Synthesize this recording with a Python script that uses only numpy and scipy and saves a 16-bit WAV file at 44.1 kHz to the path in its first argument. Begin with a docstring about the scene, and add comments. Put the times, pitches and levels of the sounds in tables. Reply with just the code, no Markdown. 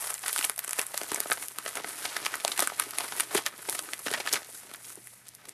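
"""Creases in the film of a plastic bubble mailer snap through as hands pull it open on a table, near a microphone.
Each snap is a short run of slips that strikes the damped modes of the pouch, its panels and its sharp edges.
Countless small creases crackle in clumps under the hands, with single bubbles popping among them;
from four seconds on, as the hands let go, ticks are fainter and clumps gentler.
The table adds a dull thud and the quiet room a short tail; mains hum and coloured hiss lie below."""
import sys
import numpy as np
from scipy import signal
from scipy.fft import rfft, irfft, next_fast_len
from scipy.io import wavfile
from scipy.ndimage import uniform_filter1d

SR = 44100
rng = np.random.default_rng(int(sys.argv[2]) if len(sys.argv) > 2 else 0)


def to_wav(sig):
    """Store sig (one row per channel, or 1-D mono) as 16-bit WAV at the path in sys.argv[1].

    Samples outside -1..1 are clipped; the rate is SR.
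    """
    pcm = np.clip(np.atleast_2d(sig), -1, 1) * 32767
    pcm = np.round(pcm).astype(np.int16)
    wavfile.write(sys.argv[1], SR, pcm.T)  # frames by channels


N = 243991  # samples

POUCH_TOP_HZ, PANEL_HZ, EDGE_LOW_HZ = 850, [680, 6400], 5660
# dB of the buckling patch over the modes of pouch, panel and edge; cycles it takes to fall by 60 dB
PATCH_DB, PATCH_CYCLES = [0.5, -4.5, -8], 9
KNOCK_DB = [2, -9.5, -9]  # first give against the whole run of slips, for pouch, panel and edge

# Resonances of the mailer: closed pouch, film panels, sharp edges.
# Each row: frequency in Hz, relative level in dB, time to decay by 60 dB in seconds.
POUCH_MODES = [(325, 2.5, 0.022), (430, -2.5, 0.045), (527, -6, 0.0038), (690, 13, 0.0052)]
PANEL_MODES = [(800, 18.1, 0.0016), (1420, 21.3, 0.0044), (1930, 16.6, 0.00048), (1900, 20, 0.0057),
               (2700, 29.6, 0.00041), (3980, 14.7, 0.00022)]
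EDGE_MODES = [(5070, -0.5, 0.00042), (8200, 2.5, 0.0011), (9530, 2, 0.0032), (10560, 7, 0.0011),
              (10900, -7, 0.0002), (14960, 6.5, 0.0015)]
# Loud creases snapping through. Each row: start in seconds, pouch thump in dB, panel knock in dB,
# sharp edge in dB, nominal length in ms, pitch of the buckling patch in Hz.
CREASE_SNAPS = [(0.075, -58, -30, -45, 1.3, 1400), (0.1022, -55, -33, -23.5, 5.8, 1430),
                (0.1417, -65, -37, -20, 0.56, 1480), (0.237, -54, -31, -50, 8.6, 720),
                (0.2607, -51, -25.5, -27, 6, 1980), (0.281, -54, -26, -16, 1.3, 1700),
                (0.2944, -44, -28, -37, 1.4, 1300), (0.3484, -60, -37, -37, 2.8, 3500),
                (0.362, -62, -19, -19, 0.44, 1450), (0.3779, -60, -45, -21, 0.45, 3500),
                (0.384, -62, -22.5, -21, 0.88, 4000), (0.39, -31, -23, -18, 1.3, 1790),
                (0.411, -53, -22.5, -37, 3.2, 1680), (0.427, -55, -23, -37, 1.1, 2700),
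                (0.4434, -35, -18, -37, 2.4, 2270), (0.4477, -55, -28, -15, 2.9, 3000),
                (0.45, -56, -34, -22, 0.45, 1290), (0.497, -30.5, -19.5, -11.5, 0.73, 1320),
                (0.5617, -71, -41, -30, 0.82, 1690), (0.579, -38, -39, -23, 1.2, 2040),
                (0.5918, -43, -23.5, -13, 0.14, 1980), (0.6462, -42, -30.5, -22.5, 1.2, 1700),
                (0.678, -36, -32.5, -23, 3.7, 1310), (0.693, -44, -31.5, -22, 1.8, 1500),
                (0.7094, -68, -35, -20, 0.4, 1800), (0.732, -54, -24.5, -14, 0.19, 2500),
                (0.7884, -25, -42, -22, 2.1, 354), (0.7928, -49, -19, -16, 2.5, 2270),
                (0.815, -53, -27, -15, 0.47, 2060), (0.8666, -62, -52, -22.5, 0.67, 2060),
                (0.942, -28.5, -30.5, -28.5, 5.7, 566), (0.977, -55, -27, -14.5, 0.36, 1850),
                (1.015, -19.5, -21, -28, 1.2, 900), (1.034, -38, -31, -20.5, 0.38, 2200),
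                (1.1171, -30, -24, -22, 2.8, 810), (1.1178, -24, -36, -45, 4.5, 350),
                (1.145, -30, -35, -15.5, 1.4, 900), (1.1596, -38, -24, -28, 1.3, 2180),
                (1.175, -28, -41, -50, 20, 700), (1.2034, -29.5, -25, -13.5, 0.5, 4600),
                (1.258, -25.5, -38, -55, 3.3, 1270), (1.3, -29, -24, -28, 1.3, 1660),
                (1.31, -28.5, -53, -18.5, 0.18, 1930), (1.318, -21, -15, -29, 0.14, 1420),
                (1.3253, -57, -38, -17, 0.12, 1690), (1.332, -57, -41, -19, 0.95, 3300),
                (1.373, -39, -31.5, -46, 2.6, 1440), (1.3785, -34.5, -37, -50, 2.7, 735),
                (1.4243, -62, -31.5, -30, 7.1, 1930), (1.484, -57, -48, -23.5, 0.46, 3030),
                (1.5858, -31.5, -23.5, -22, 0.98, 1270), (1.6616, -27, -25, -38, 3.2, 1880),
                (1.6774, -32.5, -29, -28.5, 7.5, 1900), (1.755, -35, -32, -23, 0.47, 2460),
                (1.7699, -28, -26.5, -30, 9, 1540), (1.8013, -29, -42, -53, 2.1, 810),
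                (1.844, -26.5, -26, -57, 3.6, 2140), (2.052, -31, -21.5, -29, 12, 2100),
                (2.1656, -31.5, -20.5, -29, 3.4, 1940), (2.2592, -45, -31, -21, 0.71, 900),
                (2.264, -34.5, -15, -31, 1.4, 1490), (2.3406, -57, -20.5, -48, 2.6, 1550),
                (2.355, -32, -48, -13.5, 0.32, 1130), (2.4, -46, -32, -31, 1.7, 2500),
                (2.449, -18.5, -15.5, -15, 0.58, 640), (2.4789, -52, -20, -15, 0.99, 2500),
                (2.517, -40, -22.5, -24, 9.4, 3900), (2.577, -50, -24, -22, 1.8, 1620),
                (2.5926, -21, -17.5, -14.5, 1.7, 690), (2.598, -31, -23, -36, 9.7, 3800),
                (2.604, -36, -37, -13, 1.7, 1800), (2.623, -18.5, -18, -17.5, 6.4, 560),
                (2.674, -31, -16.5, -14, 0.17, 1380), (2.6999, -58, -25, -49, 0.23, 1370),
                (2.72, -29, -51, -50, 1.9, 765), (2.7984, -61, -16.5, -10, 0.42, 1370),
                (2.8188, -41, -29.5, -29, 13, 1570), (2.837, -56, -36, -32, 5.5, 1600),
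                (2.908, -63, -38, -25, 0.47, 2060), (2.9355, -52, -30.5, -54, 0.62, 1370),
                (2.985, -24.5, -19.5, -16, 1.6, 680), (3.005, -39, -24, -45, 12.4, 880),
                (3.04, -29.5, -33, -38, 33, 990), (3.1223, -32, -24.5, -48, 4.6, 1530),
                (3.199, -48, -18.5, -11, 0.21, 1420), (3.205, -52, -20.5, -15.5, 4.1, 2050),
                (3.313, -34, -33.5, -35, 22, 1480), (3.347, -21.5, -22, -22, 8.7, 790),
                (3.3496, -16, -24, -34, 11.6, 370), (3.365, -32, -23.5, -33, 20, 3130),
                (3.377, -27, -19.5, -30, 5.7, 1950), (3.386, -33, -25.5, -50, 12, 826),
                (3.4634, -56, -17.5, -18, 0.27, 1930), (3.466, -44, -21.5, -29, 4.4, 3140),
                (3.6858, -29, -35, -40, 4.8, 390), (3.688, -29, -26, -29, 6, 795),
                (3.6964, -55, -27, -20, 1.2, 3980), (3.7267, -48, -29.5, -24, 1.3, 1900),
                (3.7489, -29, -28, -25, 6.2, 755), (3.792, -30, -23.5, -20, 0.62, 1350),
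                (3.8888, -44, -29.5, -48, 1.4, 1250), (3.934, -34.5, -20.5, -19, 1.5, 2050),
                (3.991, -59, -42, -31, 12, 1210), (4.064, -22.5, -26, -42, 6.1, 430),
                (4.07, -33, -23, -27, 4, 1910), (4.0821, -32.5, -23, -42, 4.2, 2580),
                (4.105, -31, -30, -47, 6.1, 564), (4.113, -26, -29, -26, 4.6, 400),
                (4.1274, -36, -25, -34, 3.2, 1720), (4.138, -41, -18, -20.5, 2, 1760),
                (4.142, -26, -21, -44, 14.6, 1910), (4.175, -33, -33, -47, 15, 595),
                (4.201, -25.5, -25.5, -47, 12, 2400), (4.256, -42, -32, -43, 1.3, 1580),
                (4.2622, -48, -26, -29, 2.5, 1390), (4.2732, -57, -19, -27, 6, 1740),
                (4.327, -52, -38, -16, 8, 4140), (4.3354, -54, -28, -14, 2.3, 3820),
                (4.3413, -57, -19.5, -27, 5.7, 2870), (4.3569, -34, -21, -35, 1.8, 1830),
                (4.36, -37, -24.5, -47, 18.5, 1600), (4.372, -36, -33, -49, 3.3, 2200),
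                (4.419, -38, -42.5, -52, 2, 1930), (4.447, -63, -63, -36, 0.61, 3500),
                (4.489, -42, -60, -55, 9.6, 560), (4.546, -64, -43, -37, 12, 3660),
                (4.632, -59, -45, -55, 2, 1300), (4.714, -40, -38.5, -41, 1.8, 1490),
                (4.7373, -44, -37, -28.5, 3.6, 3530), (4.7457, -54, -32.5, -54, 4.6, 1290),
                (4.759, -70, -60, -35, 0.37, 10500), (4.883, -64, -46, -45, 10, 3500),
                (4.905, -66, -49, -52, 9.6, 2100), (4.956, -70, -65, -32.5, 0.4, 10000),
                (4.974, -39.5, -54, -61, 15, 340), (5.072, -70, -39, -30.5, 0.63, 1970),
                (5.134, -49, -51, -60, 1.4, 900), (5.2701, -70, -70, -41, 0.59, 9600),
                (5.284, -70, -68, -35, 0.42, 10000), (5.289, -70, -66, -33, 0.82, 8500),
                (5.3504, -68, -68, -35, 0.18, 10500), (5.385, -69, -53, -64, 23, 1200),
                (5.454, -57, -41.5, -42, 3.6, 1820), (5.486, -65, -43, -36.5, 6.8, 2040),
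                (5.4925, -65, -55, -28.5, 0.91, 1930)]


def snaps(spread_db, octave_db, rough_db, fade, rise, settle_db, settle_ms, strain_ms):
    """Snap-through buckling: a run of uneven slips swells, dies away and drives each mode with its own strength."""
    start_s, *levels, length_ms, patch_hz = np.transpose(CREASE_SNAPS)
    lead, grain = 400, 24  # samples before the snap, samples in a slip
    ms = (np.arange(2400) - lead) / SR * 1000
    through = fade * np.maximum(ms, 0) / np.clip(length_ms, .2, 20)[:, None]
    # the film strains faintly before it gives way and settles in small slips afterwards
    around = from_db(settle_db) * np.exp(-np.where(ms < 0, -ms / strain_ms, ms / settle_ms))
    around = around * np.sqrt(np.clip(length_ms / 4, 0, 1))[:, None]
    swell = through ** rise * np.exp(1 - through) + around
    out = np.zeros(N + len(ms))
    # a thump carries no treble, a panel knock stays in the middle, a sharp edge has no bass
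    reach = [(POUCH_TOP_HZ, "low"), (PANEL_HZ, "band"), (EDGE_LOW_HZ, "high")]
    parts = zip((POUCH_MODES, PANEL_MODES, EDGE_MODES), levels, reach, PATCH_DB, KNOCK_DB)
    for modes, level_db, limit, patch_db, knock_db in parts:
        slips = swell * rng.standard_normal(swell.shape)
        slip_sizes = rng.standard_normal((len(start_s), len(ms) // grain))
        slips *= from_db(rough_db * np.repeat(slip_sizes, grain, axis=1))
        # the first give is a single strong click
        slips[:, lead] += from_db(knock_db) * np.sqrt(np.sum(slips ** 2, axis=1))
        # modes near the pitch of the buckling patch are driven hardest
        nearest_hz = np.minimum(patch_hz, modes[-1][0])[:, None]
        octaves = np.minimum(abs(np.log2(np.array(modes)[:, 0] / nearest_hz)), 1)
        strengths = from_db(spread_db * rng.standard_normal(octaves.shape) - octave_db * octaves)
        bursts = 0
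        for k, (hz, db, t60) in enumerate(modes):
            bursts = bursts + strengths[:, [k]] * from_db(db) * ring(slips, hz, t60)
        patch = np.array([ring(slip, hz, PATCH_CYCLES / hz) for slip, hz in zip(slips, patch_hz)])
        patch = from_db(patch_db) * patch / patch.std(axis=1)[:, None]
        bursts = bursts / bursts.std(axis=1)[:, None] + patch
        bursts = signal.lfilter(*signal.butter(2, *limit, fs=SR), bursts)
        # set each burst by its loudest short stretch
        tops = np.sqrt(2 * uniform_filter1d(bursts ** 2, size=60, axis=1).max(axis=1))
        bursts = bursts * (from_db(level_db) / tops)[:, None]
        for at, burst in zip((start_s * SR).astype(int), bursts):
            out[at:at + len(ms)] += burst
    return out[lead:N + lead]


# once the hands let go the film relaxes with fainter ticks and gentler clumps
LET_GO_S, LET_GO_DB = 4, -12
# a loud crease stirs up the film around it: crackle swells before it and dies after it
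STIR_LOW_DB, STIR_BRIGHT_DB, STIR_RISE_S, STIR_FALL_S = -13.5, -12, 0.0097, 0.015

# Crackle under the hands, gliding between rows.
# Each row: time in seconds, low crackle in dB, bright crackle in dB, before stirring is added.
HAND_CRACKLE = [(0.0, -44.5, -34.5), (0.13, -47.5, -39.5), (0.2, -51.5, -41.5), (0.27, -40.5, -36),
                (0.45, -53.5, -33.5), (0.57, -68, -54), (0.72, -54, -42), (1.09, -47.5, -44),
                (1.16, -52, -45), (1.44, -45, -37.5), (1.54, -52, -49), (1.7, -42.5, -42),
                (1.82, -47, -51.5), (1.89, -40.5, -36.5), (2.22, -44.5, -47), (2.66, -45, -41.5),
                (2.89, -48.5, -47), (3.2, -43, -38), (3.29, -46, -46), (3.5, -51, -57), (3.72, -46, -37.5),
                (3.99, -51, -47.5), (4.055, -57, -39), (4.24, -45.5, -57), (4.45, -50, -48),
                (4.58, -55.5, -40.5), (4.7, -52, -53), (4.81, -57.5, -49), (4.9, -52.5, -41),
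                (4.98, -58, -52), (5.1, -60, -46), (5.22, -61, -56), (5.53, -59, -65)]
# The pouch joins in the low crackle as the hand presses down on it.
# Each row: time in seconds, gain of the lowest part of that crackle in dB.
POUCH_GAIN = [(0.5, -14), (1.15, 0.5), (4.4, 3.5)]


def handling():
    """Intermittent (jerky) crackling noise: low and bright crackle share clumps as the film gives way."""
    time_s, low_db, bright_db = np.transpose(HAND_CRACKLE)
    _, pouch_db, panel_db, edge_db, *_ = np.transpose(CREASE_SNAPS)
    t = np.arange(N) / SR
    slow_db = 1.65 * drift(17.4) * np.where(t > LET_GO_S, 0.6, 1)
    clumps = from_db(slow_db + 1.4 * drift(440.0))
    ticks = from_db(13.5 + LET_GO_DB * (t > LET_GO_S)) * creases(per_s=160.0, size_db=2.0)
    dull_ticks = from_db(-2.0) * creases(per_s=100., size_db=-3.5)

    low = crackle(POUCH_MODES + PANEL_MODES, clumps, 0.18 * ticks + dull_ticks,
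                  per_s=1100., size_db=2.0, patchy_db=5.0, colour_db=3.5)
    low = low + from_db(POPS_DB) * clumps * pops()
    body = signal.sosfilt(signal.butter(2, PANEL_HZ[0], fs=SR, output="sos"), low)
    low = low + (from_db(np.interp(t, *np.transpose(POUCH_GAIN))) - 1) * body

    bright = crackle(EDGE_MODES, clumps, ticks, per_s=6600.0, size_db=4.5, patchy_db=0.5, colour_db=5.0)
    bright = signal.sosfilt(signal.butter(2, EDGE_LOW_HZ, "high", fs=SR, output="sos"), bright)

    strength_db = np.maximum(np.maximum(pouch_db, panel_db), edge_db)
    low_power = from_db(np.interp(t, time_s, low_db)) ** 2 + stirred(strength_db, STIR_LOW_DB)
    bright_power = from_db(np.interp(t, time_s, bright_db)) ** 2 + stirred(strength_db, STIR_BRIGHT_DB)
    return np.sqrt(low_power) * low + np.sqrt(bright_power) * bright


def crackle(modes, clumps, ticks, per_s, size_db, patchy_db, colour_db):
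    """Modal excitation by random impulses: each mode has its own creases and its own share of common ticks."""
    out = 0
    for hz, db, t60 in modes:
        clicks = creases(per_s, size_db) + ticks * from_db(colour_db * rng.standard_normal(N))
        out = out + from_db(db + patchy_db * drift(33.7)) * ring(clicks * clumps, hz, t60)
    return rms_one(out)


def creases(per_s, size_db):
    """Random point process: clicks of either sign at chance moments, many small and a few large in dB size."""
    born = rng.random(N) < per_s / SR
    size = from_db(size_db * np.minimum(rng.exponential(1, N), 5))
    return born * size * rng.choice([-1, 1], N)


def stirred(level_db, share_db):
    """Energy sharing: crackle power rises and falls exponentially around each loud crease with its energy."""
    start_s, length_ms = np.transpose(CREASE_SNAPS)[[0, 4]]
    energy = np.full(N, 1e-18)
    crease_energy = from_db(level_db + share_db) ** 2 * length_ms / 1000
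    np.add.at(energy, (start_s * SR).astype(int), crease_energy)
    before = signal.lfilter([1], [1, -np.exp(-1 / (STIR_RISE_S * SR))], energy[::-1])[::-1]
    after = signal.lfilter([1], [1, -np.exp(-1 / (STIR_FALL_S * SR))], energy)
    return (before + after - energy) / (STIR_RISE_S + STIR_FALL_S)


# single bubbles of the film give way: rate, pitch range, cycles to fall by 60 dB, level before clumping
POPS_PER_S, POPS_HZ, POPS_CYCLES, POPS_DB = 250., [900, 6500], 2.6, -12


def pops():
    """Impulse response of small resonators: clicks are dealt to sixteen short rings spread in pitch."""
    clicks, dealt = creases(POPS_PER_S, size_db=2.0), rng.integers(0, 16, N)
    out = 0
    for k, hz in enumerate(np.geomspace(*POPS_HZ, 16)):
        out = out + ring(clicks * (dealt == k), hz, POPS_CYCLES / hz) * hz / POPS_HZ[0]
    return rms_one(out)


ROOM_T60_S, ROOM_DB, ROOM_CUT_HZ = 0.13, -19, 2050


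def room(x):
    """Reverberation: convolution with a dull, exponentially decaying tail of dense echoes after a short gap."""
    t = np.arange(SR // 3) / SR
    tail = rng.standard_normal(len(t)) * from_db(-60 * t / ROOM_T60_S) * (t > .003)
    tail = signal.lfilter(*signal.butter(1, ROOM_CUT_HZ, fs=SR), tail)
    return from_db(ROOM_DB) * signal.fftconvolve(x, tail / np.sqrt(np.sum(tail ** 2)))[:N]


HISS_DB = -59.5  # rms
HUM_HZ, HUM_DB = 120, -71.5  # mean frequency; rms level about which it wavers

# Spectrum of the room hiss. Each row: frequency in Hz, relative density in dB per Hz.
HISS_SPECTRUM = [(30, -11.5), (120, 1), (210, 3.5), (310, -6.5), (600, -10.5), (1500, -14), (1950, 0.5),
                 (3200, -11), (6400, -14.5), (10000, -17.5), (15000, -6)]


def background():
    """Stationary noise shaped in the spectrum, and a mains hum as a sine wavering in phase and level."""
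    size = next_fast_len(N)
    hz, db = np.transpose(HISS_SPECTRUM)
    log_hz = np.log(np.fft.rfftfreq(size, 1 / SR) + 1)
    colour = from_db(np.interp(log_hz, np.log(hz), db))
    hiss = rms_one(irfft(rfft(rng.standard_normal(size)) * colour, size)[:N])
    hum = np.sqrt(2) * np.sin(2 * np.pi * HUM_HZ * np.arange(N) / SR + 0.83 * drift(0.53))
    return from_db(HISS_DB) * hiss + from_db(HUM_DB + 1.8 * drift(2.8)) * hum


def ring(clicks, hz, t60):
    """Damped resonance: a two-pole mode; white noise comes out at much the same level whatever the decay."""
    r, w = from_db(-60 / (t60 * SR)), 2 * np.pi * hz / SR
    driven = signal.lfilter([1, 0, -1], [1, -2 * r * np.cos(w), r * r], clicks + 1e-18)
    return np.sqrt(1 - r) * driven / np.sin(w)


def drift(rate_hz):
    """Slow random modulation: noise through a double one-pole low-pass, run in for a second; rms 1."""
    r = np.exp(-2 * np.pi * rate_hz / SR)
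    return rms_one(signal.lfilter([1], [1, -2 * r, r * r], rng.standard_normal(N + SR))[SR:])


def from_db(db):
    """Level to amplitude: 20 dB is a factor of ten."""
    return 10 ** (np.asarray(db) / 20)


def rms_one(x):
    """Normalisation by effective value: scales to unit rms."""
    return x / np.sqrt(np.mean(x ** 2) + 1e-20)


POUCH_LOW_HZ = 295
TABLE_HZ, TABLE_DB = [70, 220], -2.5


def scene():
    """Superposition: mailer, the table under it, the room and the background."""
    film = snaps(spread_db=8.0, octave_db=17.5, rough_db=3.5, fade=3.07, rise=0.59,
                 settle_db=-16.5, settle_ms=8.5, strain_ms=5.5)
    film = film + handling()
    # the small pouch radiates little below its lowest mode; the table top passes on a dull thud
    mailer = signal.sosfilt(signal.butter(3, POUCH_LOW_HZ, "high", fs=SR, output="sos"), film)
    thud = signal.sosfilt(signal.butter(2, TABLE_HZ, "band", fs=SR, output="sos"), film)
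    table = from_db(TABLE_DB) * thud
    return (mailer + table + room(mailer) + background())[None]


MIC_PEAK, MIC_TOP_HZ, CUTOFF_HZ = 1.1, 13000, 16400


def record(dry):
    """Saturation and band limiting: the microphone rounds peaks and falls off steeply; then a hard cut."""
    rounded = MIC_PEAK * np.tanh(dry / MIC_PEAK)
    soft = signal.sosfilt(signal.butter(10, MIC_TOP_HZ, fs=SR, output="sos"), rounded)
    return signal.sosfilt(signal.cheby2(12, 70, CUTOFF_HZ, fs=SR, output="sos"), soft)


dry = scene()
out = record(dry)
to_wav(out)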